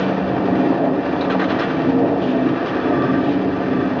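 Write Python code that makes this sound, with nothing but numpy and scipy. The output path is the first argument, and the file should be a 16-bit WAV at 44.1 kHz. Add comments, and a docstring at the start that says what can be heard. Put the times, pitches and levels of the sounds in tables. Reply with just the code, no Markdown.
"""A steel drum turning on rubber rollers in an open yard, on one microphone about a metre away.
The drive, probably a chain, repeats about ten times a second: it hums in the frame and shakes the
drum, which booms. The rolling rim grinds, judders, drags and sings, and sets the thin wall ringing.
For half a second the drive clanks and rasps on every link and squeaks twice; later it only ticks."""
import sys
import numpy as np
from scipy import signal
from scipy.fft import rfft, irfft
from scipy.io import wavfile

SR = 44100
rng = np.random.default_rng(int(sys.argv[2]) if len(sys.argv) > 2 else 0)


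def wrap_up_sound(samples):
    """Save the sound to the file named by the first command line argument, as 16-bit audio."""
    columns = np.atleast_2d(samples).T
    # keep every value between -1 and 1, then stretch to whole-number steps
    tamed = np.clip(columns, -1, 1)
    steps = np.round(tamed * 32767).astype(np.int16)
    wavfile.write(sys.argv[1], SR, steps)


N = 176400
T = np.arange(N) / SR
FREQS = np.fft.rfftfreq(N, 1 / SR)
LINK_HZ, FIRST_CATCH_S = 10.48, 1.22  # chain links per second, and when the first one catches

# rise and fall of the drum's boom (time [s], gain [dB])
BOOM_GAIN = [(0, -3.5), (.33, -5.5), (.47, 1.5), (.97, 3), (1.08, -1.5), (1.78, -2), (1.88, 4),
             (2.15, -0.5), (2.5, 3), (2.72, -2), (3.1, 5.5), (3.42, 0.5), (4, 0.5)]
# modes of the thin wall (frequency [Hz], width [Hz], relative level [dB])
WALL_MODES = [(1171, 25, 3.5), (1286, 15, 1.5), (1555, 26, -2), (1710, 81, -5), (1879, 68, -5.5),
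              (2570, 31, -13), (3430, 42, -15), (5190, 43, -26.5)]
# spectrum of a link's scrape or crack (frequency [Hz], relative level [dB])
LINK_SPECTRUM = [(400, -4.5), (700, -2.5), (1300, 14.5), (1800, 2), (2300, 4), (3200, 2), (4100, -2),
                 (4800, -17), (6300, -20.5), (7500, -35)]


def undb(db):
    """Decibels to gain."""
    return 10 ** (np.asarray(db) / 20)


def unit(x):
    """Scale to rms 1."""
    return x / np.sqrt(np.mean(x ** 2))


def curve(rows):
    """Gain along rows of (time [s], level [dB])."""
    return undb(np.interp(T, *np.array(rows).T))


def swells(rows):
    """Gain of smooth swells from rows of (peak time [s], half length [s], level [dB])."""
    return sum(undb(db) * np.exp(-((T - peak) / half) ** 2) for peak, half, db in rows)


def burst(start, hold_s, decay_s):
    """Envelope with a 1 ms attack, a hold and an exponential release."""
    age = T - start
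    return np.clip(age / .001, 0, 1) * np.exp(-np.maximum(age - hold_s, 0) / decay_s)


def drift(rate_hz):
    """Smooth random drift with spread 1."""
    lowpass = np.exp(-(FREQS / rate_hz) ** 2) * (FREQS > 0)
    return unit(irfft(rfft(rng.standard_normal(N)) * lowpass, N))


def dying_noise(t60_s):
    """A quarter second of noise that falls 60 dB in t60_s."""
    age = T[:SR // 4]
    return rng.standard_normal(len(age)) * np.exp(-np.log(1000) * age / t60_s)


def colour(x, spectrum):
    """Filter by rows of (frequency [Hz], relative level [dB]), to rms 1."""
    hz, db = np.array(spectrum).T
    gain = undb(np.interp(np.log(FREQS + 1), np.log(hz), db))
    return unit(irfft(rfft(x) * gain, N))


def ring(x, modes):
    """Drive damped resonances, each radiating only near its own pitch, to rms 1."""
    s = 1j * FREQS
    body = 0
    for k, (hz, width, db) in enumerate(modes):
        radiation = 2 * hz * s / (s + hz) ** 2
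        resonance = s * width / (s ** 2 + s * width + hz ** 2)
        body = body + (-1) ** k * undb(db) * radiation * resonance
    return unit(irfft(rfft(x) * body, N))


def band(x, hz, width_hz):
    """One resonance applied twice, for steep sides."""
    mode = [(hz, width_hz, 0)]
    return ring(ring(x, mode), mode)


def contacts(per_s, spread_db):
    """Dense tiny impacts of uneven size."""
    hits = (rng.random(N) < per_s / SR) * rng.choice([-1, 1], N)
    return unit(hits * undb(spread_db * rng.standard_normal(N)))


def steel(x):
    """The sheet's countless higher modes add a short metallic wash to every contact."""
    tail = dying_noise(t60_s=.088)
    wash = irfft(rfft(x) * rfft(tail / np.linalg.norm(tail), N), N)
    return unit(x + undb(-6) * wash)


def throb(depth, decay_s=.027):
    """The load jumps as each link engages, then relaxes."""
    age = (T - FIRST_CATCH_S) % (1 / LINK_HZ)
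    return 1 + depth * np.exp(-age / decay_s)


def snags(per_s=30, depth=.45, decay_s=.022):
    """Random small grips make the friction jump, then relax."""
    jumps = (rng.random(N) < per_s / SR) * rng.random(N)
    return 1 + depth * signal.lfilter([1], [1, -np.exp(-1 / (decay_s * SR))], jumps)


def frame():
    """The rolling load shakes the frame."""
    # the frame's deep shudder (time [s], level [dB])
    shudder_level = [(0, -43.5), (.4, -32), (.95, -46), (1.9, -37), (2.3, -43.5), (3.2, -35.5), (4, -36)]
    return band(rng.standard_normal(N), hz=119.6, width_hz=120) * curve(shudder_level)


def drive():
    """The drive hums on harmonics of the link rate; motor and gears sustain tones in the drum."""
    # hum of the drive (harmonic [multiple of the link rate], level [dB])
    harmonics = [(8, -47), (10, -50.5), (11, -49.5), (13, -43), (15, -39), (17, -41.5)]
    # drone of the frame, resonating on the 18th harmonic (time [s], level [dB])
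    drone_level = [(0, -25), (.5, -25), (1.0, -36), (1.3, -25), (1.8, -35.5), (2.25, -29), (2.7, -38),
                   (3.5, -29), (4, -34.5)]
    # motor and gear tones (frequency [Hz], level before the boom's gain [dB])
    motor_tones = [(255.6, -28), (267.7, -33), (276.2, -37.5), (283.5, -28.5), (310.5, -32)]
    speed = 1 + .002 * drift(1.22)
    phase_per_hz = 2 * np.pi * np.cumsum(speed) / SR

    def tone(hz, db, waver_db):
        """A sine that follows the drive's speed and wavers in level."""
        amplitude = np.sqrt(2) * undb(db) * unit(undb(waver_db * drift(4.4)))
        return amplitude * np.sin(hz * phase_per_hz + 2 * np.pi * rng.random())

    hum = sum(tone(k * LINK_HZ, db, waver_db=4.5) for k, db in harmonics)
    drone = curve(drone_level) * tone(18 * LINK_HZ, 0, waver_db=2)
    motor = sum(tone(hz, db, waver_db=4) for hz, db in motor_tones)
    return hum + drone + curve(BOOM_GAIN) * motor


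def squeaks():
    """Steel slips on steel with a short, rough squeak."""
    # slips (time [s], frequency [Hz], level [dB])
    slips = [(1.209, 3920, -28.5), (1.594, 5180, -38)]
    out = np.zeros(N)
    for start, hz, db in slips:
        squeak = band(rng.standard_normal(N), hz, width_hz=520)
        out += undb(db) * burst(start, hold_s=0, decay_s=.014) * squeak
    return out


def rasps():
    """A catching link scrapes briefly and rattles the wall."""
    # links that catch (time [s], force level [dB], hold [s])
    catches = [(1.22, -31, 0.016), (1.298, -25, .03), (1.395, -25, .035), (1.491, -26, 0.027),
               (1.586, -24.5, 0.051)]
    force = sum(undb(db) * burst(start, hold, decay_s=.018) for start, db, hold in catches)
    friction = force * contacts(per_s=8000, spread_db=5)
    scrape = colour(steel(friction), LINK_SPECTRUM)
    rattle = ring(friction, WALL_MODES)
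    return undb(-3.5) * np.std(friction) * (scrape + rattle)


def clanks():
    """A link snaps home: a hard crack of steel that sets the wall ringing."""
    # blows of a link on its sprocket, and rebounds (time [s], level [dB])
    blows = [(1.208, -27.5), (1.249, -27.5), (1.306, -25), (1.401, -25.5), (1.441, -24.5), (1.497, -28.5),
             (1.51, -31.5), (1.595, -28.5), (2.488, -30), (3.02, -28.5), (3.732, -34.5)]
    out = np.zeros(N)
    for start, db in blows:
        noise = dying_noise(t60_s=.06)
        blow = np.pad(noise, (round(start * SR), N))[:N]
        crack = colour(blow, LINK_SPECTRUM)
        wall = undb(-7) * ring(blow, WALL_MODES)
        out += undb(db) * np.std(blow) * (crack + wall)
    return out


def rim_song(q=90):
    """As the drum turns, the rubbing rim bows one mode after another."""
    # bowed modes (peak time [s], half length [s], frequency [Hz], level [dB])
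    notes = [(2.02, 0.34, 465.2, -28), (2.38, .12, 666, -30.5), (3.06, .16, 1183, -31),
             (3.78, .1, 388.4, -23.5)]
    out = np.zeros(N)
    for peak, half, hz, db in notes:
        bowing = contacts(per_s=2200, spread_db=2)
        out += swells([(peak, half, db)]) * band(bowing, hz, width_hz=2 * hz / q)
    return out


def rim_judder(steady_db=-29):
    """The drum rings like a hollow tube, louder when the uneven rim judders on a roller."""
    # hollow modes of the tube (frequency [Hz], width [Hz], relative level [dB])
    tube_modes = [(437.5, 15, 2), (472.5, 8, -4.5), (541, 11, -5), (576.7, 27, -2.5), (667, 18, -2),
                  (707, 16, -7.5), (826, 28, -11.5)]
    # judders (peak time [s], half length [s], level [dB])
    judders = [(.04, 0.06, -34), (.63, .03, -28), (.86, 0.047, -20.5), (1.603, .018, -25),
               (2.07, .11, -24.5), (2.92, .05, -23)]
    hollow = ring(contacts(per_s=1200, spread_db=2), tube_modes)
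    return np.hypot(undb(steady_db), swells(judders)) * hollow


def rim_drag():
    """The rim drags along a roller with a bright scrape."""
    # drags (peak time [s], half length [s], level [dB])
    drags = [(.03, .04, -39), (2.235, 0.024, -37.5), (2.305, 0.038, -39), (2.69, 0.021, -39),
             (3.28, 0.1, -41.5)]
    return swells(drags) * band(contacts(per_s=3900, spread_db=.5), hz=2920, width_hz=1370)


def rim_grind():
    """The rim grinds over the rollers and the thin wall rings, both pulsing with the links."""
    # hiss of the rolling rim (frequency [Hz], relative level [dB])
    hiss_spectrum = [(500, -8), (950, 5), (1800, 5.5), (2150, -2), (2650, -1), (3600, -8.5), (4300, -12),
                     (5300, -19.5), (6400, -28), (7300, -48)]
    # course of that hiss (time [s], level [dB])
    hiss_level = [(0, -28), (.27, -34), (.56, -33.5), (.62, -31), (.9, -38.5), (1.07, -31.5), (1.18, -33),
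                  (1.7, -31.5), (2.05, -37), (2.42, -34.5), (2.65, -31.5), (2.85, -34), (3.5, -35),
                  (4, -34)]
    # rise and fall of the wall's ringing (time [s], gain [dB])
    wall_gain = [(0, 1), (.9, -1.5), (1.6, 3), (2.1, -1.5), (2.7, 3.5), (3.07, 8), (3.4, -2), (3.8, 5.5),
                 (4, 0.5)]
    grit = contacts(per_s=12000, spread_db=4.5) * throb(depth=.43) * snags()
    taps = contacts(per_s=2400, spread_db=2) * throb(depth=.36)
    hiss = colour(steel(grit), hiss_spectrum) * curve(hiss_level)
    wall = ring(taps, WALL_MODES) * curve(wall_gain) * undb(-37.5)
    return hiss + wall


def drum(waver_db=2):
    """Small knocks from the drive make the drum boom over a broad rolling rumble."""
    # low modes of the drum and its frame (frequency [Hz], width [Hz], relative level [dB])
    low_modes = [(135.1, 11, -12.5), (265.6, 6.6, -2), (274.6, 9, -6), (301.1, 13, -4.5), (315.2, 8, -4),
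                 (339, 6, -1.5), (387.1, 6, -4.5), (414.8, 5, -7.5)]
    # rolling rumble (frequency [Hz], relative level [dB])
    rumble_spectrum = [(20, -59), (38, -46), (100, -22.5), (160, -6), (220, -2), (330, -5), (520, -6.5),
                       (760, -7), (980, -15), (1400, -29), (2500, -67.5)]
    # course of that rumble (time [s], level [dB])
    rumble_level = [(0, -23), (.5, -22), (1.05, -22.5), (1.35, -22), (1.75, -25), (2.1, -22.5), (2.4, -27),
                    (3.0, -24), (3.4, -26.5), (4, -25.5)]
    knocks = contacts(per_s=900, spread_db=1) * throb(depth=.24)
    boom = np.zeros(N)
    for k, (hz, width, db) in enumerate(low_modes):
        gain = undb(db + waver_db * drift(2.1))  # each mode swells and fades as the drum turns
        boom += (-1) ** k * gain * np.sqrt(width) * ring(knocks, [(hz, width, 0)])
    rumble = colour(steel(contacts(per_s=3000, spread_db=4)), rumble_spectrum)
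    return unit(boom) * curve(BOOM_GAIN) * undb(-25) + rumble * curve(rumble_level)


def scene():
    """The whole machine from about a metre away, in mono."""
    body = drive() + drum() + frame()
    rim = rim_grind() + rim_judder() + rim_drag() + rim_song()
    chain = rasps() + clanks() + squeaks()
    return (body + rim + chain)[None]


def record(dry):
    """The recorder cuts the treble steeply above 7.2 kHz."""
    return signal.sosfilt(signal.ellip(8, .2, 70, 7200, fs=SR, output="sos"), dry)


dry = scene()
out = record(dry)
wrap_up_sound(out)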